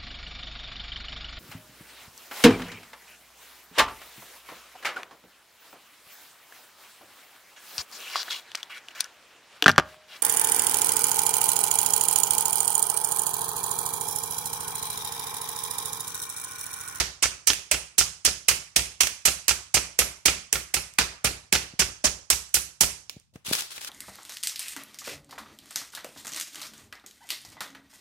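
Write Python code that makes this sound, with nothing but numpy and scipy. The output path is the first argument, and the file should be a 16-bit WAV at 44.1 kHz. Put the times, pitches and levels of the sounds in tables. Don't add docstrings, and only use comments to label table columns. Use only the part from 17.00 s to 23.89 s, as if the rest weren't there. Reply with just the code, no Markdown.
import sys
import numpy as np
from scipy import signal
from scipy.fft import rfft, irfft, next_fast_len
from scipy.io import wavfile
from scipy.ndimage import uniform_filter1d, map_coordinates

SR = 44100
rng = np.random.default_rng(int(sys.argv[2]) if len(sys.argv) > 2 else 0)


def dump(signal):
    limited = np.clip(np.atleast_2d(signal).T, -1, 1)
    pcm = np.round(limited * 32767).astype(np.int16)
    wavfile.write(sys.argv[1], SR, pcm)


N = 303849

# time in seconds, relative slap level in dB, relative squelch level
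# in dB, relative rebound level in dB, weight in dB over an average blow, relative brightness,
# nominal air pocket pitch in Hz.
BLOWS = [(-0.024, -2, -17.5, -24.5, 4, -3, 1460), (0.224, -21, -21, -25.5, -5, -1.5, 1430),
         (0.4705, -18, -22, -19.5, -12, 5, 1160), (0.7126, -19, -29, -27, -4, 1, 605),
         (0.9809, -18, -19.5, -20, 4, 3.5, 960), (1.2491, -20, -21, -25.5, -5.5, 3, 1310),
         (1.4832, -16.5, -23.5, -26.5, -9, 0, 1540), (1.7611, -16.5, -29, -28.5, 4, 0, 754),
         (2.0056, -15, -25.5, -29.5, -19, 0, 1140), (2.253, -16.5, -22.5, -21.5, -1, 2, 1470),
         (2.481, -22.5, -21.5, -23, -8.5, -0.5, 890), (2.7422, -17.5, -24, -20.5, 7.5, 1, 810),
         (2.9879, -18, -25, -23.5, -1, 0.5, 513), (3.2553, -16, -24, -17.5, 7, 2.5, 1360),
         (3.5269, -23, -36, -26, -5.5, 1, 486), (3.74, -21.5, -32, -27, -3, 1, 820),
         (3.9849, -17.5, -24.5, -23, 8.5, -5, 806), (4.2439, -21, -25, -25, 11, 0.5, 590),
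         (4.5247, -19, -24, -18.5, 11, 0.5, 530), (4.7928, -21.5, -22, -21.5, 10, 1.5, 570),
         (5.041, -26, -20.5, -24.5, 9, 0.5, 587), (5.3023, -19, -25, -26.5, -10.5, 2, 703),
         (5.5415, -18.5, -23.5, -27.5, -10, 7, 1380), (5.8077, -15, -23, -25.5, 7, 5, 840)]
# nominal pitch in Hz, relative level in dB, 60 dB decay in seconds.
COUNTER_MODES = [(62.2, 1.5, 0.32), (93.7, -14, 0.48), (121, -8, 0.32), (159, -12, 0.4),
                 (194.7, -12.5, 0.3), (377, -11, 0.31)]
# nominal pitch in Hz, relative level in dB, 60 dB decay in seconds.
BOARD_MODES = [(383, 2, 0.025), (550, -8.5, 0.032), (820, -6.5, 0.092), (1324, 3, 0.052), (1392, 6, 0.051),
               (1750, -0.5, 0.065), (2300, -5.5, 0.023)]
# frequency in Hz, relative level in dB.
SLAP_SPECTRUM = [(200, -16.5), (700, -7.5), (1400, -2), (2300, 4.5), (3600, -2), (6000, -2), (9000, 1.5),
                 (12000, -1.5), (16000, -10.5)]
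# frequency in Hz, relative level in dB.
SQUELCH_SPECTRUM = [(300, -28.5), (900, -2.5), (1500, 1.5), (2400, 0.5), (4000, 1.5), (6000, 0),
                    (10000, -4), (16000, -19)]
# frequency in Hz, relative level in dB.
PUFF_SPECTRUM = [(100, -26.5), (300, 5.5), (550, 2.5), (850, 3.5), (1400, -10.5), (2500, -11.5),
                 (6000, -33.5)]
# frequency in Hz, relative level in dB.
CLACK_SPECTRUM = [(150, -14), (400, 0), (950, -7), (1400, -6.5), (2400, 0), (4500, -6.5), (8000, -16),
                  (16000, -32.5)]
# frequency in Hz, relative level in dB.
PAPER_SPECTRUM = [(60, -37), (150, -28), (300, -12), (700, -8), (1500, -0.5), (2200, -2.5), (3600, 4),
                  (6000, -2), (10000, -0.5), (16000, -9)]
# frequency in Hz, relative level in dB.
FLOOR_SPECTRUM = [(25, -13.5), (90, 15.5), (200, 4.5), (500, -22), (1100, -27), (3000, -42), (8000, -34.5),
                  (16000, -36)]
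# frequency in Hz, relative level in dB.
FINGER_SPECTRUM = [(40, -16), (120, -2), (300, -7), (600, -4), (2000, -49)]
# frequency in Hz, 60 dB decay in seconds.
KITCHEN_DECAY = [(100, .35), (400, 0.35), (1000, 0.47), (2500, 0.39), (6000, 0.4142), (10000, 0.335),
                 (16000, 0.18)]
# frequency in Hz, relative level in dB.
WALL_RESPONSE = [(40, -3), (150, 3.5), (400, 3), (1000, -1), (3000, -0.5), (7000, -0.5), (16000, 0.5)]
# frequency in Hz, gain in dB.
RIGHT_PORT = [(60, 0), (400, -2.1), (900, -0.5), (1400, -0.5), (1900, 1.6), (2600, 6.5), (3700, 3.5),
              (4700, 8.5), (6000, 12), (8500, 8.5), (12000, 5), (16000, 2)]
# time in seconds, relative level in dB, centre in Hz.
SNAPS = [(0.5321, -14, 2800), (1.5614, -21, 8030), (2.033, -14, 2590), (2.0694, -11.5, 2400),
         (2.4809, -3.5, 8040), (3.527, -3.5, 8440), (3.937, -33, 8000), (4.527, -12, 7000),
         (5.301, -1.5, 6950), (5.4914, -35, 7900), (6.095, -21.5, 2830), (6.1976, -41, 8000),
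         (6.356, -35, 1530), (6.4753, -21, 3500), (6.551, -6.5, 4400), (6.606, -12, 6000),
         (6.6203, -17, 5000), (6.707, -29, 5040), (6.7786, -22.5, 2520), (6.8141, -22, 4300),
         (6.846, -13, 6000)]
# start in seconds, length in seconds, relative level in dB.
SLIDES = [(6.339, .012, -59.5), (6.45, 0.069, -35.5), (6.526, 0.032, -27), (6.583, 0.025, -36),
          (6.706, 0.051, -39.5), (6.811, 0.11, -39)]
# time in seconds, relative level in dB, nominal pitch in Hz
BUMPS = [(4.737, -39.5, 171), (6.166, -38.5, 185), (6.357, -36, 211), (6.4825, -37.5, 188),
         (6.5124, -21.5, 332)]

T = np.arange(int(.45 * SR)) / SR
LEAD_S = .005
# (dB at average weight, dB more per dB of weight)
THUD_LAW, BOOM_LAW, POP_LAW = (-33.5, 1.0), (-32, 0.26), (-32.5, 0.38)
BOOM_APART_DB = -15.5
REBOUND_S, REBOUND_SHRINK_PER_S = .0295, 0.00083
ROOM_SEND_DB, ROOM_PER_SLAP_DB = -8.5, 0.25
SLIDE_ATTACK_S, SLIDE_T60_S = 0.01, 0.18
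CRINKLES_PER_S, CRINKLE_DB, CRINKLE_LIFE_S = 110, -0.5, 0.00046
SNAP_CYCLES = 60
TOP_HZ = 16100


def amp(db):
    return 10 ** (np.asarray(db) / 20)


def unit(x):
    return x / np.sqrt(np.mean(x ** 2) + 1e-20)


def along(points, hz):
    f, v = np.transpose(points)
    return np.interp(np.log(hz + 1), np.log(f), v)


def varied(points, spread_db):
    return [(hz, db + spread_db * rng.normal()) for hz, db in points]


def driven(law, weight_db):
    db, slope = law
    return amp(db + slope * weight_db)


def wobble(rate, size):
    knots = rng.standard_normal(int(size * rate / SR) + 4)
    return map_coordinates(knots, [np.arange(size) * rate / SR])


def coloured(x, points, tilt_db=0):
    size = 2 * next_fast_len(x.shape[-1] // 2 + 2048)
    hz = np.fft.rfftfreq(size, 1 / SR)
    octaves = np.log2(np.maximum(hz, 1000) / 4000)
    cepstrum = irfft(np.log(amp(along(points, hz) + tilt_db * octaves)))
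    cepstrum[1:size // 2] *= 2
    cepstrum[size // 2 + 1:] = 0
    response = np.exp(rfft(cepstrum))
    return irfft(rfft(x, size) * response, size)[..., :x.shape[-1]]


def crackle(points, clumping, clump_rate, tilt_db=0, apart=.5, size=len(T)):
    mid, side = rng.standard_normal((2, size))
    clumps = amp(clumping * np.tanh(wobble(clump_rate, size) / 2) * 2.05)
    ports = np.array([mid + apart * side, mid - apart * side])
    return unit(coloured(ports * clumps, points, tilt_db))


def burst(peak, rise, t60):
    return amp(-60 * np.maximum((peak - T) / rise, (T - peak) / t60))


def ring(modes, start, attack, scatter_db, detune):
    t = np.maximum(T - start, 0)
    tones = 0
    for hz, db, t60 in modes:
        decay = amp(db + scatter_db * rng.normal() - 60 * t / t60)
        tones = tones + decay * np.sin(2 * np.pi * hz * (1 + detune * rng.normal()) * t)
    return tones * (1 - np.exp(-t / attack))


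def thump(start, hz, t60, sag):
    t = np.maximum(T - start, 0)
    return -np.sin(2 * np.pi * hz * sag * np.log1p(t / sag)) * amp(-60 * t / t60)


def add(track, s, x):
    i = round(s * SR)
    x = x[..., max(-i, 0):max(N - i, 0)]
    track[..., max(i, 0):max(i, 0) + x.shape[-1]] += x


def room_tone():
    common, *own = unit(coloured(rng.standard_normal((3, N)), FLOOR_SPECTRUM))
    return amp(-75.0) * common + amp(-70.5) * np.array(own)


def paper_slap(slap_db, bright):
    crumple = amp(-15.5) * burst(LEAD_S, 0.0047, 0.0017)
    contact = crumple + burst(LEAD_S + 0.0018, 0.006, 0.053)
    noise = crackle(varied(SLAP_SPECTRUM, spread_db=1.6), clumping=3.0, clump_rate=1850,
                    tilt_db=0.57 * bright - 0.92, apart=0.71)
    return amp(slap_db + 2) * noise * contact


def air_pop(weight_db, pocket_hz):
    puff = crackle(PUFF_SPECTRUM, clumping=1.5, clump_rate=1000, apart=0.25)
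    puff = amp(-0.5) * puff * burst(LEAD_S + 0.0014, 0.0055, 0.083)
    pocket = ring([(pocket_hz, 1.5, .045)], LEAD_S, attack=0.0029, scatter_db=6.5, detune=0.034)
    return driven(POP_LAW, weight_db) * (puff + pocket)


def wet_squelch(squelch_db, bright):
    noise = crackle(varied(SQUELCH_SPECTRUM, spread_db=2), clumping=2, clump_rate=489,
                    tilt_db=0.47 * bright - 0.34, apart=1.0)
    landed = np.clip((T - LEAD_S) / .002, 0, 1)
    return amp(squelch_db + 1) * noise * landed * burst(LEAD_S + 0.01, 0.038, 0.12)


def meat_thud(weight_db):
    start_hz = 255 * np.exp(0.16 * rng.normal())
    return driven(THUD_LAW, weight_db) * thump(LEAD_S + 0.00427, hz=start_hz, t60=0.046, sag=0.016)


def counter_boom(weight_db):
    beat = 1 + .5 * np.cos(2 * np.pi * 13 * (T - .05))
    common = ring(COUNTER_MODES, LEAD_S + 0.0015, attack=0.018, scatter_db=1.5, detune=.02)
    between = ring(COUNTER_MODES, LEAD_S + .005, attack=0.011, scatter_db=2.0, detune=.06)
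    between = amp(BOOM_APART_DB) * between
    return driven(BOOM_LAW, weight_db) * beat * np.array([common + between, common - between])


def board_rebound(s, rebound_db):
    landing = LEAD_S + REBOUND_S - REBOUND_SHRINK_PER_S * s
    knock = amp(-9.5) * ring(BOARD_MODES, landing, attack=0.002, scatter_db=1.5, detune=0.04)
    clack = crackle(CLACK_SPECTRUM, clumping=5.5, clump_rate=1200, apart=0.27)
    clack = amp(-1.5) * clack * burst(landing + 0.0031, 0.03, 0.056)
    return amp(rebound_db) * (knock + clack)


def mallet():
    direct, to_room = np.zeros((2, 2, N))
    for s, slap_db, squelch_db, rebound_db, weight_db, bright, pocket_hz in BLOWS:
        blow = paper_slap(slap_db, bright) + air_pop(weight_db, pocket_hz)
        blow = blow + wet_squelch(squelch_db, bright) + meat_thud(weight_db)
        blow = blow + board_rebound(s, rebound_db)
        add(direct, s - LEAD_S, amp(0.5) * blow + counter_boom(weight_db))
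        dryness_db = slap_db - squelch_db - 9.5
        add(to_room, s - LEAD_S, amp(ROOM_SEND_DB + ROOM_PER_SLAP_DB * dryness_db) * blow)
    return direct + kitchen(to_room)


def kitchen(x, lag_s=.007, apart_hz=250, apart=0.97, patchy_db=1.5):
    hz, t, z = signal.stft(x, SR, nperseg=256)
    fed = np.abs(uniform_filter1d(np.mean(np.abs(z) ** 2, axis=0), size=3, axis=0))
    keep = amp(-60 * t[1] / along(KITCHEN_DECAY, hz)) ** 2
    energy = np.array([signal.lfilter([1 - k], [1, -k], band) for k, band in zip(keep, fed)])
    noise = signal.stft(rng.standard_normal(x.shape), SR, nperseg=256)[2]
    patches = uniform_filter1d(rng.standard_normal(energy.shape), size=3, axis=0)
    patches = uniform_filter1d(patches, size=8, axis=1)
    noise = noise * amp(patchy_db * unit(patches))
    field = noise / np.std(noise) * np.sqrt(2 * energy) * amp(along(WALL_RESPONSE, hz))[:, None]
    turn = apart * np.pi / 4 * hz / np.hypot(hz, apart_hz)
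    shares = np.array([np.cos(turn), np.sin(turn)])[..., None]
    mid, side = signal.istft(field * shares, SR, nperseg=256)[1]
    out = np.zeros((2, N))
    add(out, lag_s, np.array([mid + side, mid - side]))
    return out


def paper_rustle(now):
    sliding = 0
    for s, length, db in SLIDES:
        before, after = (s - now) / SLIDE_ATTACK_S, (now - s - length) / SLIDE_T60_S
        sliding = sliding + amp(db - 60 * np.maximum(np.maximum(before, after), 0))
    catches_db = 2.8 * wobble(90, N)
    ticks = (rng.random(N) < CRINKLES_PER_S / SR) * rng.rayleigh(size=N)
    fade = np.exp(-1 / (CRINKLE_LIFE_S * SR))
    crinkles = amp(CRINKLE_DB) * signal.lfilter([1], [1, -fade], ticks)
    noise = crackle(PAPER_SPECTRUM, clumping=1, clump_rate=900, apart=1.0, size=N)
    return sliding * amp(catches_db) * unit(1 + crinkles) * noise


def paper_snap(db, hz):
    crease = [(hz / 20, -16), (hz / 4, -6), (hz / 2, -4), (hz, 0), (hz * 2, -6), (hz * 10, -18)]
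    noise = crackle(crease, clumping=4.5, clump_rate=1500, apart=0.87)
    return amp(db - 8.5) * noise * burst(0.0011, 0.00072, SNAP_CYCLES / hz)


def paper():
    now = np.arange(N) / SR
    sheet = paper_rustle(now)
    for s, db, hz in SNAPS:
        add(sheet, s, paper_snap(db, hz))
    left, right = sheet + amp(-10.5) * kitchen(sheet)
    aside = np.interp(now, [6.1, 6.4], [0, 1])
    shaded = coloured(right, [(500, 2.0), (2500, -4.5), (6000, -10.5), (14000, -10.0)])
    return np.array([left, right + aside * (shaded - right)])


def handling():
    out = np.zeros((2, N))
    lead = .03
    for s, db, hz in BUMPS:
        pressed = np.clip((T - lead) * hz / 0.27, 0, 1)
        push = amp(db + 7) * thump(lead, hz=2 * hz, t60=6.0 / hz, sag=0.47 / hz) * pressed
        skin = crackle(FINGER_SPECTRUM, clumping=-5, clump_rate=240, apart=0.25)
        rub = amp(db - 18.5) * skin * burst(lead, 0.091, 0.11)
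        add(out, s - lead, push + rub)
    return out


def scene():
    return room_tone() + mallet() + paper() + handling()


def record(dry):
    ports = np.array([dry[0], coloured(dry[1], RIGHT_PORT)])
    ports = ports / (1 + (ports / .95) ** 6) ** (1 / 6)
    size = next_fast_len(N + SR)
    passed = 1 / (1 + (np.fft.rfftfreq(size, 1 / SR) / TOP_HZ) ** 120)
    return irfft(rfft(ports, size) * passed, size)[:, :N]


dry = scene()
out = record(dry)
dump(out)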